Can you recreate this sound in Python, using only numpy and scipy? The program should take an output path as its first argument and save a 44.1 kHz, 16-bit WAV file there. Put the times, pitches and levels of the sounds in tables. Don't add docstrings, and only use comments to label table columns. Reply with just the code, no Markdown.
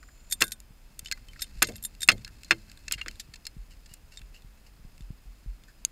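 import sys
import numpy as np
from scipy import signal
from scipy.fft import rfft, irfft, next_fast_len
from scipy.io import wavfile
from scipy.ndimage import uniform_filter1d

SR = 44100
rng = np.random.default_rng(int(sys.argv[2]) if len(sys.argv) > 2 else 0)


def persist_wave(psi):
    counts = np.round(np.clip(psi, -1, 1) * 32767).astype(np.int16)
    wavfile.write(sys.argv[1], SR, np.atleast_2d(counts).T)


N = 260631
TIME = np.arange(N) / SR
EVENT_SIZE = 16384
AGE = np.arange(EVENT_SIZE) / SR

# t/s, level/dB
EFFORT = [(0.0, -73), (0.42, -65), (0.56, -75.5), (0.93, -69.5), (1.24, -66), (1.35, -62), (1.71, -59.5),
          (1.86, -66.5), (2.08, -65.5), (2.24, -62.5), (2.99, -63.5), (3.02, -61), (3.41, -70), (5.8, -71)]
# f/Hz, relative level/dB
WATER_COLOUR = [(12, -32), (20, 3), (49, 0), (93, -13.5), (228, -21), (270, -24), (367, -28.5),
                (574, -28.5), (698, -29), (1660, -32), (3440, -35.5), (5080, -43), (5680, -39.5),
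                (14700, -41), (16000, -46.5)]
# f/Hz, relative level/dB
WHINE_TONES = [(5039, -78), (7558, -91), (8823, -91), (11294, -91), (15122, -88)]
# f/Hz, width/Hz, relative level/dB
WHINE_HISS = [(5060, 150, -83), (15130, 150, -87)]
# f/Hz, relative level/dB, t60/s (the time to fade by 60 dB)
HOUSING_NOTES = [(1307, -9.5, 0.018), (1380, -10, 0.013), (1591, -1.5, 0.021), (1787, -5, 0.017),
                 (2094, -12, 0.059), (2660, 6.5, 0.017), (2737, 0.5, 0.021), (3110, -21, 0.06),
                 (3240, -9.5, 0.025), (3530, -0.5, 0.017), (4210, -9, 0.048), (4750, -11.5, 0.011),
                 (5150, -1.5, 0.021), (6450, -6.5, 0.019), (7100, 1, 0.004), (8600, -5.5, 0.017),
                 (11800, -14, 0.013)]
# f/Hz, relative level/dB
TAP_COLOUR = [(200, -11.5), (950, -22.5), (1600, 0), (2300, 2.5), (2750, -9), (3400, -10), (4300, 4.5),
              (5300, 2), (5800, -6.5), (7200, 0.5), (9600, -14.5), (11300, -6.5), (13000, -17.5),
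              (14500, -18.5)]
# t/s, f/Hz, squeak level/dB, contact/ms, rasp level/dB
SCRAPES = [(0.028, 1530, -48, 5, -53), (0.085, 1610, -53, 5.5, -60), (1.174, 1650, -50.5, 4, -53.5),
           (1.332, 2220, -54, 2.9, -51), (1.359, 1650, -48.5, 5, -63), (2.262, 1600, -48, 17, -63),
           (3.081, 2100, -36, 3.3, -36), (3.704, 2820, -57.5, 21.4, -55.5), (3.887, 2840, -57.5, 40, -58),
           (4.115, 2750, -56, 26, -53), (4.338, 2770, -50, 27, -55), (4.662, 2740, -61.5, 10, -57),
           (5.678, 1670, -53, 19, -58.5)]
JINGLES = [(0.3216, -21, 4.4, -13, 0, 1), (0.439, -30, 1.3, -26, 2, 4), (0.4792, -39, 1.7, -4, 3, -3.5),
           (0.519, -29.5, 2.7, -19, -2, -3.5), (1.0704, -43, 2.5, -2, -13, -4),
           (1.4182, -25, 4.7, -17.5, -3.5, 1), (1.669, -37.5, 3.3, -19, -1, 5.5),
           (1.7626, -41.5, 0.99, -34, 7, -2), (1.8487, -27.5, 2.1, -5.5, 6.5, 4.5),
           (2.0294, -24, 2.2, -7, -8, 2.5), (3.1959, -34.5, 6.8, -42, -8.5, -10.5),
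           (4.1726, -39, 0.8, -17, -24, 3)]
CLIP_NOTES = [(3645, -2, .048), (4334, -7, .026), (5233, -9, .026), (6610, -14, .035), (7400, -7, .042),
              (8696, -1, .046), (11060, -10, .045), (11450, -4, .036), (14050, -6, .03)]
CLIP_COLOUR = [(300, -21), (1000, -29.5), (1700, -1), (3000, -9.5), (3650, -2), (4700, -1), (5300, 1),
               (5900, -4.5), (7300, -1.5), (9700, -12.5), (11300, 1), (12700, -16), (14000, -8.5),
               (15500, -20)]
# t/s, level/dB, contact/ms, body/dB, treble/dB
TAPS = [(0.4049, -26, 14.6, -2, 3), (.602, -43.5, 1.15, -17, 2.5), (0.9915, -32, 2.1, -10, 5.5),
        (1.058, -37.5, 1.7, -4, -26), (1.083, -44, 2.1, -4, -20), (1.1131, -24.5, 1.7, -1.5, -11),
        (1.1214, -25, 3.1, -3.5, -10.5), (1.3915, -42, 8, -4, -28), (1.641, -32, 7.7, -14, -33),
        (1.685, -38.5, 7.4, 1, -5), (2.077, -34.5, 1.3, -5, 9), (2.1148, -26, 5.4, 1.5, -9),
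        (2.2472, -33.5, 1.17, -12, -17.5), (2.4454, -45, 2.8, -23, -11), (2.697, -48, 2, -8, -28),
        (2.8804, -30.5, 2.2, -1.5, -17), (2.9217, -19.5, 2.6, -13, 0), (2.933, -36, 9.6, -1, -7),
        (2.977, -41.5, 18.4, 11, -12), (3.0151, -29.5, 0.62, 10, -12), (3.0816, -32, 1.7, -3.5, -19),
        (3.337, -41, 4.3, -3, -12), (3.357, -45.5, 3.4, -6, -14), (3.4519, -39, 2.9, -15, -16),
        (3.4667, -30.5, 2.8, -10, -7), (3.858, -50.5, 5.2, -9, -11.5), (3.937, -41.5, 3, -9.5, 6),
        (4.215, -48.5, 2.8, 7.5, -5)]
# t/s, level/dB
STEEL_BLOW = (0.4162, -34)
# f/Hz, relative level/dB, t60/s
STEEL_NOTES = [(1491, -9, .3), (1610, 0, .16), (2681, -17, .2)]
# t/s, level/dB, contact/ms, tilt/(dB per octave), step per bounce/dB, weight/dB
KNOCKS = [(0.4165, -18, 2.6, -10.5, -4.5, -52.5), (0.4215, -8, 0.16, 4.5, -20, -40),
          (1.6206, -13.5, 2.23, -1, -5.5, -43), (1.6259, -11, 1.07, 17.5, -33.5, -35.5),
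          (2.0872, -4, 1.92, 0.5, -7, -36.5), (2.5086, -8, 1.5, -2, -6.5, -31.5),
          (2.9114, -28, 0.97, -1.5, -7, -58), (3.061, -34, 0.51, -6, -7.5, -49.5)]
# f/Hz, relative level/dB
KNOCK_COLOUR = [(100, -10), (330, -6), (650, -9.5), (950, -8.5), (1400, 4), (2700, 4.5), (3050, -7),
                (4600, -1), (5800, -9), (7200, -4.5), (9700, -25), (11300, -13), (13000, -30.5),
                (14500, -28)]
# f/Hz, relative level/dB, t60/s
HOLLOW_NOTES = [(290.7, -2.5, .06), (329, -4.5, 0.16), (462, -6.5, 0.066)]
# t/s, level/dB, tilt/(dB per octave)
HULL_BLOWS = [(1.686, -33.5, -0.5), (2.116, -34.5, -2)]
# f/Hz, relative level/dB
HULL_COLOUR = [(50, -5), (110, 2.5), (190, -3), (320, -9.5), (600, -6), (1000, -24), (2500, -35)]
# f/Hz, relative level/dB, t60/s
PLATE_NOTES = [(103, -11.5, 0.87), (202, -10.5, 0.41), (218, -9.5, 0.62), (324, -2, 0.05),
               (360, -3.5, 0.12), (395, -2, 0.083), (460, 0.5, 0.1), (605, -9, 0.14)]
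# t/s, thud level/dB, sway level/dB
BUMPS = [(.706, -43.5, -54), (1.028, -41.5, -45.5), (1.562, -43.5, -39), (2.958, -36.5, -44.5),
         (3.288, -40.5, -60), (3.566, -36.5, -35), (3.914, -42, -50), (4.21, -44.5, -42),
         (4.446, -42.5, -40.5), (4.795, -45, -61), (4.849, -39, -67), (5.006, -38.5, -35),
         (5.104, -29.5, -49), (5.257, -51, -37.5), (5.461, -36, -30.5)]
# t/s, f/Hz, level/dB, t60/s
BUBBLES = [(1.06, 3020, -40, 0.062), (1.286, 3070, -51, 0.097), (2.937, 2800, -29.5, 0.037),
           (3.013, 2790, -30, 0.046)]
# t/s, level/dB, contact/ms
SNAP = (5.8501, -15, 1.43)
# f/Hz, relative level/dB
SNAP_COLOUR = [(300, -41), (1100, -49), (2000, -16.5), (2700, -6), (3500, -8.5), (4800, -0.5), (5500, -20),
               (6300, 8), (7300, 5), (8500, -3), (9700, -7), (10500, -0.5), (13000, -18.5), (15000, -20)]


def gain(db):
    return 10 ** (np.asarray(db) / 20)


def unit(x):
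    return x / np.sqrt(np.mean(x ** 2))


def fade(t60):
    return gain(-60 * AGE / max(t60, 1e-3))


def add(out, t, x, db):
    start = int(t * SR)
    peak = np.sqrt(uniform_filter1d(x ** 2, size=88).max())
    out[start:start + len(x)] += x[:N - start] * gain(db) / peak


def colour(x, points, tilt_db=0):
    n = 2 * next_fast_len(len(x) // 2 + 1)
    hz, db = np.transpose(points)
    octave = np.log2(np.maximum(np.arange(n // 2 + 1) * SR / n, 1))
    curve_db = np.interp(octave, np.log2(hz), db + tilt_db * np.log2(hz / hz.mean()))
    cepstrum = irfft(np.log(gain(curve_db)))
    cepstrum[1:n // 2] *= 2
    cepstrum[n // 2 + 1:] = 0
    return irfft(rfft(x, n) * np.exp(rfft(cepstrum)))[:len(x)]


def band(x, hz, kind):
    return signal.sosfilt(signal.butter(4, hz, kind, fs=SR, output="sos"), x)


def resonate(x, hz, width_hz):
    b, a = signal.iirpeak(hz, hz / width_hz, fs=SR)
    return signal.lfilter(b, a, signal.lfilter(b, a, x))


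def ring(notes, spot_db=0, detune=0):
    chance = rng.standard_normal((len(notes), 3))
    out = np.zeros(EVENT_SIZE)
    for (hz, db, t60), (favour, shift, phase) in zip(notes, chance):
        tone = np.sin(2 * np.pi * (hz * (1 + detune * shift) * AGE + phase))
        out += gain(db + spot_db * favour) * fade(t60) * tone
    return out


def contact(ms):
    progress = AGE * 1000 / ms
    return progress * np.exp(-2 * progress)


def strike(ms, notes, tone_colour, ring_db, tail_t60, tail_db, spot_db, detune=0.013):
    force = contact(ms)
    rise = np.cumsum(force) / force.sum()
    loudness = unit(force) + gain(tail_db) * unit(rise * fade(tail_t60))
    crack = colour(loudness * rng.standard_normal(EVENT_SIZE), tone_colour)
    return unit(crack) + gain(ring_db) * unit(rise * ring(notes, spot_db, detune))


def balance(x, body_db, treble_db):
    body = unit(band(x, 3200, "low"))
    middle = unit(band(x, [3200, 8000], "band"))
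    treble = unit(band(x, 8000, "high"))
    return gain(body_db) * body + middle + gain(treble_db) * treble


def water(rub_db, base_db=-53, split_hz=300):
    noise = unit(colour(rng.standard_normal(N), WATER_COLOUR)) * gain(base_db)
    boost_db = 6.5 + 0.56 * (rub_db - rub_db.max())
    rumble = band(noise, split_hz, "low") * gain(boost_db)
    hiss = band(noise, split_hz, "high") * gain(0.28)
    return rumble + hiss


def waver(spread_db=2, changes_per_s=9):
    return gain(spread_db * np.interp(TIME * changes_per_s, np.arange(256), rng.standard_normal(256)))


def camera_whine(whistle_hz=7130, whistle_db=-68, whistle_end_s=0.6):
    tones = sum(np.sqrt(2) * gain(db) * waver() * np.sin(2 * np.pi * hz * TIME)
                for hz, db in WHINE_TONES)
    hiss = sum(gain(db) * waver() * unit(resonate(rng.standard_normal(N), hz, width_hz))
               for hz, width_hz, db in WHINE_HISS)
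    whistle = unit(resonate(rng.standard_normal(N), whistle_hz, width_hz=380))
    whistle_fade = np.clip((whistle_end_s - TIME) / 0.19, 0, 1)
    return gain(-2) * (tones + hiss) + whistle * gain(whistle_db) * whistle_fade


def rubbing(rub_db, spots=7, grains_per_s=75, spread_db=2.5):
    out = np.zeros(N)
    for _ in range(spots):
        grains = (rng.random(N) < grains_per_s / SR) * rng.choice([-1, 1], N)
        strength = gain(spread_db * np.minimum(rng.exponential(size=N), 4))
        click = strike(3, HOUSING_NOTES, TAP_COLOUR, ring_db=-3,
                       tail_t60=0.04, tail_db=-6, spot_db=5, detune=0.02)
        out += signal.oaconvolve(grains * strength, unit(click)[:EVENT_SIZE // 8])[:N]
    return unit(out) * gain(rub_db)


def scrapes():
    out = np.zeros(N)
    for t, hz, squeak_db, ms, rasp_db in SCRAPES:
        slips = contact(ms) * rng.standard_normal(EVENT_SIZE) ** 3
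        add(out, t, resonate(slips, hz, width_hz=1000 / (1 + ms / 12)), squeak_db)
        add(out, t, colour(slips, TAP_COLOUR), rasp_db)
    return out


def clip_jingles(gap_s=0.0118, bounce_db=-18):
    out = np.zeros(N)
    for t, db, ms, graze_db, treble_db, ring_db in JINGLES:
        for k in range(-2, 2):
            clink = strike(ms, CLIP_NOTES, CLIP_COLOUR, ring_db,
                           tail_t60=0.033, tail_db=-8.5, spot_db=4.5, detune=0.009)
            clink = balance(clink, body_db=-10, treble_db=treble_db + 3 * abs(k))
            weaker_db = abs(k) * (graze_db if k < 0 else bounce_db)
            add(out, t + k * gap_s, clink, db + weaker_db)
    return out


def tap(ms, body_db, treble_db):
    click = strike(ms, HOUSING_NOTES, TAP_COLOUR, ring_db=-3,
                   tail_t60=0.029, tail_db=-19, spot_db=9, detune=0.015)
    return balance(click, body_db, treble_db)


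def gear_taps():
    out = np.zeros(N)
    for t, db, ms, body_db, treble_db in TAPS:
        add(out, t, tap(ms, body_db, treble_db), db)
    return out


def stray_ticks(rub_db, most_per_s=22, above_rub_db=15.5, spread_db=5.5, tries=130):
    out = np.zeros(N)
    per_s = most_per_s * gain(rub_db - rub_db.max()) ** 2.4
    spots = [tap(ms=1.3, body_db=-3, treble_db=-6) for _ in range(8)]
    for k, (when, luck, force) in enumerate(rng.random((tries, 3))):
        i = int(when * N)
        if luck < per_s[i] * N / SR / tries:
            db = rub_db[i] + above_rub_db + spread_db * (2 * force - 1)
            add(out, i / SR, spots[k % len(spots)], db)
    return out


def steel_ring():
    out = np.zeros(N)
    t, db = STEEL_BLOW
    add(out, t, ring(STEEL_NOTES), db)
    return out


def knocks(bounce_s=0.0064, dulling_db=-2, hits=4):
    out = np.zeros(N)
    for t, db, ms, tilt_db, bounce_db, weight_db in KNOCKS:
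        for k in range(hits):
            blow = strike(ms, HOUSING_NOTES, KNOCK_COLOUR, ring_db=0,
                          tail_t60=0.05, tail_db=-14, spot_db=-1.5, detune=0.0097)
            blow = colour(blow, [(1200, 0), (12000, 0)], tilt_db + k * dulling_db)
            add(out, t + k * bounce_s, blow, db + k * bounce_db)
        hollow = ring(HOLLOW_NOTES, detune=0.019) * (1 - np.exp(-AGE / 0.0002))
        add(out, t, hollow, weight_db - 1)
    return out


def hull_booms(split_hz=260, onset_s=0.003):
    out = np.zeros(N)
    answers = [(t, weight_db - 1, 0.5) for t, *_, weight_db in KNOCKS]
    for t, db, tilt_db in list(HULL_BLOWS) + answers:
        echoes = colour(rng.standard_normal(EVENT_SIZE), HULL_COLOUR)
        lows = band(echoes, split_hz, "low") * fade(t60=0.33)
        highs = band(echoes, split_hz, "high") * fade(t60=0.13)
        plates = ring(PLATE_NOTES, spot_db=1.5, detune=0.012)
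        boom = unit(lows + gain(6.5) * highs) + gain(1) * unit(plates)
        boom = colour(boom, [(80, 0), (900, 0)], tilt_db)
        add(out, t, boom * (1 - np.exp(-AGE / onset_s)), db)
    return out


def hand_bumps(thud_hz=118, sway_hz=43, sway_s=0.015):
    out = np.zeros(N)
    for t, thud_db, sway_db in BUMPS:
        hz = thud_hz * (1 + 0.17 * rng.uniform(-0.78, 1))
        thud = np.sin(2 * np.pi * hz * AGE) * AGE * fade(t60=0.015)
        sway = np.sin(2 * np.pi * sway_hz * AGE) * AGE ** 2 * np.exp(-AGE / sway_s)
        add(out, t, thud, thud_db)
        add(out, t, sway, sway_db)
    return out


def bubbles(onset_s=0.00015):
    out = np.zeros(N)
    for t, hz, db, t60 in BUBBLES:
        add(out, t, ring([(hz, 0, t60)]) * (1 - np.exp(-AGE / onset_s)), db)
    return out


def gear_snap():
    out = np.zeros(N)
    t, db, ms = SNAP
    pulse = colour(signal.unit_impulse(EVENT_SIZE), SNAP_COLOUR)
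    wash = strike(ms, HOUSING_NOTES, SNAP_COLOUR, ring_db=-20, tail_t60=0.03, tail_db=-12, spot_db=2)
    add(out, t, pulse, db)
    add(out, t, wash, db - 8)
    return out


def scene(side_db=-30):
    rub_db = np.interp(TIME, *np.transpose(EFFORT))
    mix = knocks() + steel_ring() + clip_jingles() + gear_taps() + gear_snap()
    mix += scrapes() + bubbles() + hull_booms() + hand_bumps()
    mix += rubbing(rub_db) + water(rub_db) + camera_whine() + stray_ticks(rub_db)
    smear = rng.standard_normal(EVENT_SIZE) * AGE * fade(t60=0.008)
    side = gain(side_db) * signal.oaconvolve(mix, smear / np.linalg.norm(smear))[:N]
    return np.array([mix + side, mix - side])


def record(dry, limit=0.88, top_hz=15600):
    treble_cut = signal.ellip(8, 0.2, 70, top_hz, fs=SR, output="sos")
    return signal.sosfilt(treble_cut, np.clip(dry, -limit, limit))


dry = scene()
out = record(dry)
persist_wave(out)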